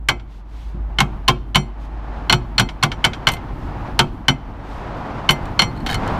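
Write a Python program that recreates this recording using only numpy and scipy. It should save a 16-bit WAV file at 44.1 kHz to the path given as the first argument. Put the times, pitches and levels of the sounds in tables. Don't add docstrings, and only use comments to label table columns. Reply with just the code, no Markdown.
import sys
import numpy as np
from scipy import signal
from scipy.fft import rfft, irfft
from scipy.io import wavfile
from scipy.ndimage import uniform_filter1d, minimum_filter1d

SR = 44100
rng = np.random.default_rng(int(sys.argv[2]) if len(sys.argv) > 2 else 0)


def wav_out(sig):
    wavfile.write(sys.argv[1], SR, np.round(np.clip(np.atleast_2d(sig).T, -1, 1) * 32767).astype(np.int16))


N = 272979
TIME_S = np.arange(N) / SR
RING_S = np.arange(SR // 2) / SR

# frequency in Hz, relative level in dB, nominal t60 in s.
HEAD_MODES = [(3032, 0, .095), (2975, -8, .05)]
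TINE_MODES = [(4294, -0.5, 0.075), (4288, -15.5, 0.22)]
BODY_MODES = [(120.6, 2, 0.11), (144.9, 1, 0.16), (196, -4, 0.14), (223, -16, 0.26), (257.5, -13, 0.19),
              (311, -23.5, 0.089), (355, -11.5, 0.23)]


def blows():
    # start in s, force in dB, aim in dB (+ head, - tines), play in s, seating force in dB,
    # tool notes on seating in dB, weight passed to the car in dB, factor on the tools' t60.
    hits = [(0.086, -3, -1, 0.00042, 0, -4.5, -3, 0.57), (0.9856, -2.5, 5, 0.018, -0.5, -1, 3, 0.31),
            (1.2795, 1, 2, 0.0038, 3, 9.5, 2.5, 0.25), (1.547, -4.5, -1, 0.0092, 0.5, 0, 1.5, .9),
            (2.2965, 2, -3, 0.029, 0, 6.5, 2.5, 0.65), (2.5804, 1, -7.5, .016, 0.5, 2.5, -0.5, 0.61),
            (2.8271, -2, -7, 0.0072, -1.5, -7, 0.5, 0.4), (3.0417, 0, 6, 0.006, -0.5, -1, -2.5, 0.46),
            (3.2697, 3, 2, .017, -6, -4, -2, 0.43), (3.991, 3.5, 1.5, 0.00045, 3.5, -8, 0.5, 0.3),
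            (4.2822, -2, 8, 0.00035, -1.5, 2, 2.5, 0.66), (5.2901, 2, 3, 0.017, -7.5, 6, 4.5, 0.69),
            (5.592, 3.5, -3.5, 0.027, -4.5, 3, 1, 0.84)]
    strike_mix = dict(clank_db=-10.5, knock_db=-22.5, body_db=-19, crack_db=-21.5, chink_db=-41.5, bending_db=-25, head_db=-11, tines_db=-13.5, shaft_db=-28.5)
    seat_mix = dict(clank_db=-8.5, knock_db=-15.5, body_db=-12.5, crack_db=-8.5, chink_db=-31, bending_db=-29, head_db=-16.5, tines_db=-18.5, shaft_db=-27)
    out = np.zeros(N)
    for start_s, force_db, aim_db, play_s, seat_db, notes_db, weight_db, t60_scale in hits:
        strike = contact(force_db, t60_scale, strike_mix, weight_db, head_db=aim_db, tines_db=-aim_db)
        seat = contact(seat_db, t60_scale, seat_mix, weight_db, head_db=notes_db, tines_db=notes_db)
        add(out, start_s, strike)
        add(out, start_s + play_s, seat)
    return out


def contact(force_db, t60_scale, mix, weight_db=0, head_db=0, tines_db=0, chink_db=0):
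    tools = hand_tools(mix["crack_db"], mix["bending_db"], mix["head_db"] + head_db,
                       mix["tines_db"] + tines_db, mix["shaft_db"], mix["chink_db"] + chink_db, t60_scale)
    car = suspension(mix["clank_db"], mix["knock_db"] + weight_db, mix["body_db"] + weight_db)
    return amp(force_db) * (tools + car)


def hand_tools(crack_db, bending_db, head_db, tines_db, shaft_db, chink_db, t60_scale):
    # frequency in Hz, relative density in dB.
    crack_spectrum = [(300, -20), (1500, 1), (4000, -2), (7000, -2), (10000, -6), (15000, -25)]
    chink_spectrum = [(3000, -27), (6500, -10.5), (7900, -10), (8700, -2.5), (9600, -7), (11000, -11),
                      (12000, 2), (13000, -10.5), (15500, -14)]
    # frequency in Hz, relative level in dB, nominal t60 in s.
    bending_modes = [(2079, 0.5, 0.33), (2620, -16.5, 0.1)]
    shaft_modes = [(5785, 0, .16), (7522, -6.5, .18), (9469, -13, .17)]
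    crack = amp(crack_db) * noise(crack_spectrum, len(RING_S)) * np.exp(-RING_S / 0.0024)
    chink = amp(chink_db) * noise(chink_spectrum, len(RING_S)) * np.exp(-RING_S / 0.0094)
    head = amp(head_db) * ring(HEAD_MODES, vary_db=0.5, detune=0.002, t60_scale=t60_scale)
    fork_parts = (bending_modes, bending_db), (TINE_MODES, tines_db), (shaft_modes, shaft_db)
    fork = sum(amp(db) * ring(modes, vary_db=1.5, detune=0.0012, t60_scale=t60_scale)
               for modes, db in fork_parts)
    return (crack + chink + head + fork) * swell(rise_s=0.00068)


def suspension(clank_db, knock_db, body_db):
    # frequency in Hz, relative density in dB.
    clank_spectrum = [(60, -2), (300, -6.5), (580, -7.5), (750, 1.5), (1100, -0.5), (1500, 4.5), (1850, 0),
                      (2300, 2), (3300, 4.5), (4800, -5.5), (6300, -13), (9500, -29), (15000, -42)]
    # frequency in Hz, t60 in s.
    clank_t60 = [(150, 0.32), (800, 0.16), (2000, 0.054), (5000, 0.064), (14000, 0.096)]
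    # frequency in Hz, relative level in dB, t60 in s.
    hub_modes = [(1333, -9.5, 0.15), (1459, 0.5, 0.06), (1563, 1.5, 0.044), (1702, -16.5, 0.11),
                 (2172, 6, 0.058), (2283, -7, 0.12), (2570, -15, 0.17), (2770, -14, 0.074),
                 (2886, 2, 0.043), (3137, -1, 0.11), (3370, 1.5, 0.035)]
    caliper_modes = [(699.4, -11, 0.13), (790, -10, 0.1), (874, -8.5, 0.043), (911, -10, 0.11),
                     (1058, 0.5, 0.059), (1156, -10, 0.093)]
    clank = dense_ring(clank_spectrum, clank_t60)
    hub = (clank + amp(-12) * ring(hub_modes, vary_db=2.5, detune=0.0084)) * swell(rise_s=0.001)
    caliper = ring(caliper_modes, vary_db=4.5, detune=0.012) * swell(rise_s=0.0025)
    body = ring(BODY_MODES, vary_db=3.5, detune=0.014) * swell(rise_s=0.022)
    return amp(clank_db) * hub + amp(knock_db) * caliper + amp(body_db) * body


def handling():
    # start in s, force in dB.
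    taps = [(0.196, -42.5), (2.688, -26.5), (2.916, -22), (3.133, -24.5), (3.367, -37), (5.864, -18.5),
            (5.891, -23), (5.923, -25)]
    bumps = [(0.74, -24), (6.088, -23)]
    # start in s, force in dB, chink offset in dB.
    glances = [(3.317, -25.5, 10), (3.336, -23.5, 2), (5.306, -23.5, 17.5), (5.455, -36.5, -6),
               (5.943, -15, -21), (6.076, -27.5, -14)]
    tap_mix = dict(clank_db=0, knock_db=-18, body_db=-19, crack_db=-25, chink_db=-36, bending_db=-28, head_db=-24, tines_db=-24, shaft_db=-26.5)
    glance_mix = dict(clank_db=-8, knock_db=-9, body_db=-9, crack_db=-2.5, chink_db=-15, bending_db=-18, head_db=-13, tines_db=-13, shaft_db=-27)
    out = np.zeros(N)
    for start_s, force_db in taps:
        add(out, start_s, contact(force_db, t60_scale=0.75, mix=tap_mix))
    for start_s, force_db, chink_db in glances:
        add(out, start_s, contact(force_db, t60_scale=0.66, mix=glance_mix, chink_db=chink_db))
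    for start_s, force_db in bumps:
        panels = ring(BODY_MODES, vary_db=2, detune=0.012)
        add(out, start_s, amp(force_db) * panels * swell(rise_s=0.014))
    return out


def scrapes(slips_per_s=400):
    # start in s, length in s, level in dB.
    slides = [(3.307, 0.029, -36.5), (5.46, 0.032, -55), (5.751, 0.057, -45), (5.859, 0.099, -26.5),
              (6.077, 0.023, -49)]
    # frequency in Hz, relative density in dB.
    slip_spectrum = [(600, 14), (1400, 12.5), (2200, 2), (3100, -11), (4200, 11.5), (5500, -24),
                     (8500, -6.5), (12000, -23), (15000, -27)]
    out = np.zeros(N)
    for start_s, length_s, level_db in slides:
        chance, strength = rng.random((2, len(RING_S)))
        slips = (chance < slips_per_s / SR) * (RING_S < length_s) * strength ** 2
        tools = amp(-11) * ring(HEAD_MODES + TINE_MODES, vary_db=2, detune=0.002, t60_scale=0.6)
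        hub = dense_ring(slip_spectrum, t60_curve=[(1000, 0.036), (12000, 0.023)])
        scrape = signal.fftconvolve(slips, hub + tools)
        rms = np.sqrt((np.sum(scrape ** 2) + 1e-12) / (length_s * SR))
        add(out, start_s, amp(level_db) * scrape / rms)
    return out


def garage(x, wet_db):
    tail = dense_ring(spectrum=[(100, 7.5), (3000, -15.5), (14000, 0.5)],
                      t60_curve=[(200, 0.38), (3000, 0.5), (12000, 0.11)])
    tail *= swell(rise_s=0.0089)
    return amp(wet_db) * signal.oaconvolve(x, tail / np.linalg.norm(tail))[:N]


def rush_and_rumble(rush_gain_db=3, rumble_gain_db=2):
    # time in s, level before gain in dB.
    rush_levels = [(0.0, -55), (0.45, -53.5), (1.12, -42), (1.45, -50.5), (1.81, -45), (2.19, -36.5),
                   (2.39, -42), (2.69, -44.5), (3.05, -37), (3.57, -39.5), (3.89, -33.5), (4.05, -44.5),
                   (4.53, -42), (4.81, -34.5), (5.14, -32), (5.84, -37), (6.07, -25), (6.19, -28)]
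    rumble_levels = [(0.0, -41), (0.45, -47.5), (1.22, -34), (1.93, -41.5), (2.21, -36.5), (3.98, -32.5),
                     (4.45, -39), (6.19, -25.5)]
    # frequency in Hz, relative density in dB.
    rush_spectrum = [(150, 4.5), (300, 1), (500, -0.5), (850, 5), (1300, -2.5), (2000, -11), (3200, -19.5),
                     (5000, -28), (9000, -44), (15000, -62.5)]
    rumble_spectrum = [(12, -17.5), (30, 3), (55, -2), (80, -1.5), (115, -1), (180, -8.5), (300, -8),
                       (600, -37.5), (2000, -59.5)]
    rush_db = over_time(rush_levels) + rush_gain_db + 0.71 * wander(rate_hz=27)
    rush = amp(rush_db) * noise(rush_spectrum, N)
    rumble_db = over_time(rumble_levels) + rumble_gain_db + 1.7 * wander(rate_hz=17)
    rumble = amp(rumble_db) * noise(rumble_spectrum, N)
    return rush + rumble


def hum(start_hz=52.3, sag_hz_per_s=0.9):
    # time in s, level in dB.
    levels = [(0, -31.5), (.4, -34), (.89, -23.5), (1.1, -29), (2.45, -27.5), (2.8, -36), (3.7, -33),
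              (6.19, -39.5)]
    pitch_hz = start_hz - sag_hz_per_s * TIME_S + 1.2 * wander(rate_hz=8)
    level_db = over_time(levels) + 2 * wander(rate_hz=27)
    return np.sqrt(2) * amp(level_db) * np.sin(2 * np.pi * np.cumsum(pitch_hz) / SR)


def sleeve():
    # start in s, length in s, peak level in dB.
    strokes = [(0.243, 0.21, -57), (0.41, 0.41, -53.5), (1.763, 0.14, -54), (3.551, 0.18, -56.5),
               (4.58, 0.32, -52)]
    # frequency in Hz, relative density in dB.
    cloth_spectrum = [(500, -10.5), (2000, 4), (3500, 4), (6000, -5), (10000, -14.5), (15000, -19)]
    envelope = np.zeros(N)
    for start_s, length_s, level_db in strokes:
        add(envelope, start_s, amp(level_db) * signal.windows.hann(round(length_s * SR)))
    return envelope * amp(wander(rate_hz=65)) * noise(cloth_spectrum, N)


def ring(modes, vary_db, detune, t60_scale=1):
    hz, db, t60_s = np.transpose(modes)
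    strength, shift, phase = rng.standard_normal((len(hz), 3)).T
    poles = 2j * np.pi * hz * (1 + detune * shift) - np.log(1000) / (t60_s * t60_scale)
    weights = amp(db + vary_db * strength) * np.exp(2j * np.pi * phase)
    return np.sqrt(2) * (weights @ np.exp(poles[:, None] * RING_S)).imag


def dense_ring(spectrum, t60_curve):
    hz, time_s, bands = signal.stft(noise(spectrum, len(RING_S)), SR, nperseg=256)
    decay = amp(-60 * time_s / over_frequency(t60_curve, hz)[:, None])
    return signal.istft(bands * decay, SR)[1][:len(RING_S)]


def swell(rise_s):
    return 1 - np.exp(-RING_S / rise_s)


def noise(spectrum, size):
    hz = np.fft.rfftfreq(size, 1 / SR)
    phasors = np.exp(2j * np.pi * rng.random(len(hz)))
    return unit_rms(irfft(amp(over_frequency(spectrum, hz)) * phasors, size))


def wander(rate_hz):
    hz = np.fft.rfftfreq(N, 1 / SR)
    low_pass = np.exp(-(hz / rate_hz) ** 2)
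    return unit_rms(irfft(rfft(rng.standard_normal(N)) * low_pass, N))


def over_frequency(points, hz):
    point_hz, values = np.transpose(points)
    return np.interp(np.log(hz + 1), np.log(point_hz + 1), values)


def over_time(points):
    return np.interp(TIME_S, *np.transpose(points))


def add(out, start_s, sound):
    part = out[round(start_s * SR):][:len(sound)]
    part += sound[:len(part)]


def amp(db):
    return 10 ** (np.asarray(db) / 20)


def unit_rms(x):
    return x / np.sqrt(np.mean(x ** 2) + 1e-20)


def scene():
    work = blows() + handling() + scrapes()
    return (work + garage(work, wet_db=-27.5) + rush_and_rumble() + hum() + sleeve())[None]


def limiter(x, ceiling_db, recover_db_per_s):
    over_db = np.maximum(20 * np.log10(abs(x) + 1e-9) - ceiling_db, 0)
    recovery_db = TIME_S * recover_db_per_s
    held_db = np.maximum.accumulate(over_db + recovery_db) - recovery_db
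    gain_db = uniform_filter1d(minimum_filter1d(-held_db, size=45), size=45)
    return x * amp(gain_db)


def record(dry, cutoff_hz=15500):
    limited = limiter(dry[0], ceiling_db=1.94, recover_db_per_s=653.5)
    low_pass = signal.firwin(255, cutoff_hz, window=("kaiser", 9), fs=SR)
    return signal.oaconvolve(limited, low_pass, "same")[None]


dry = scene()
out = record(dry)
wav_out(out)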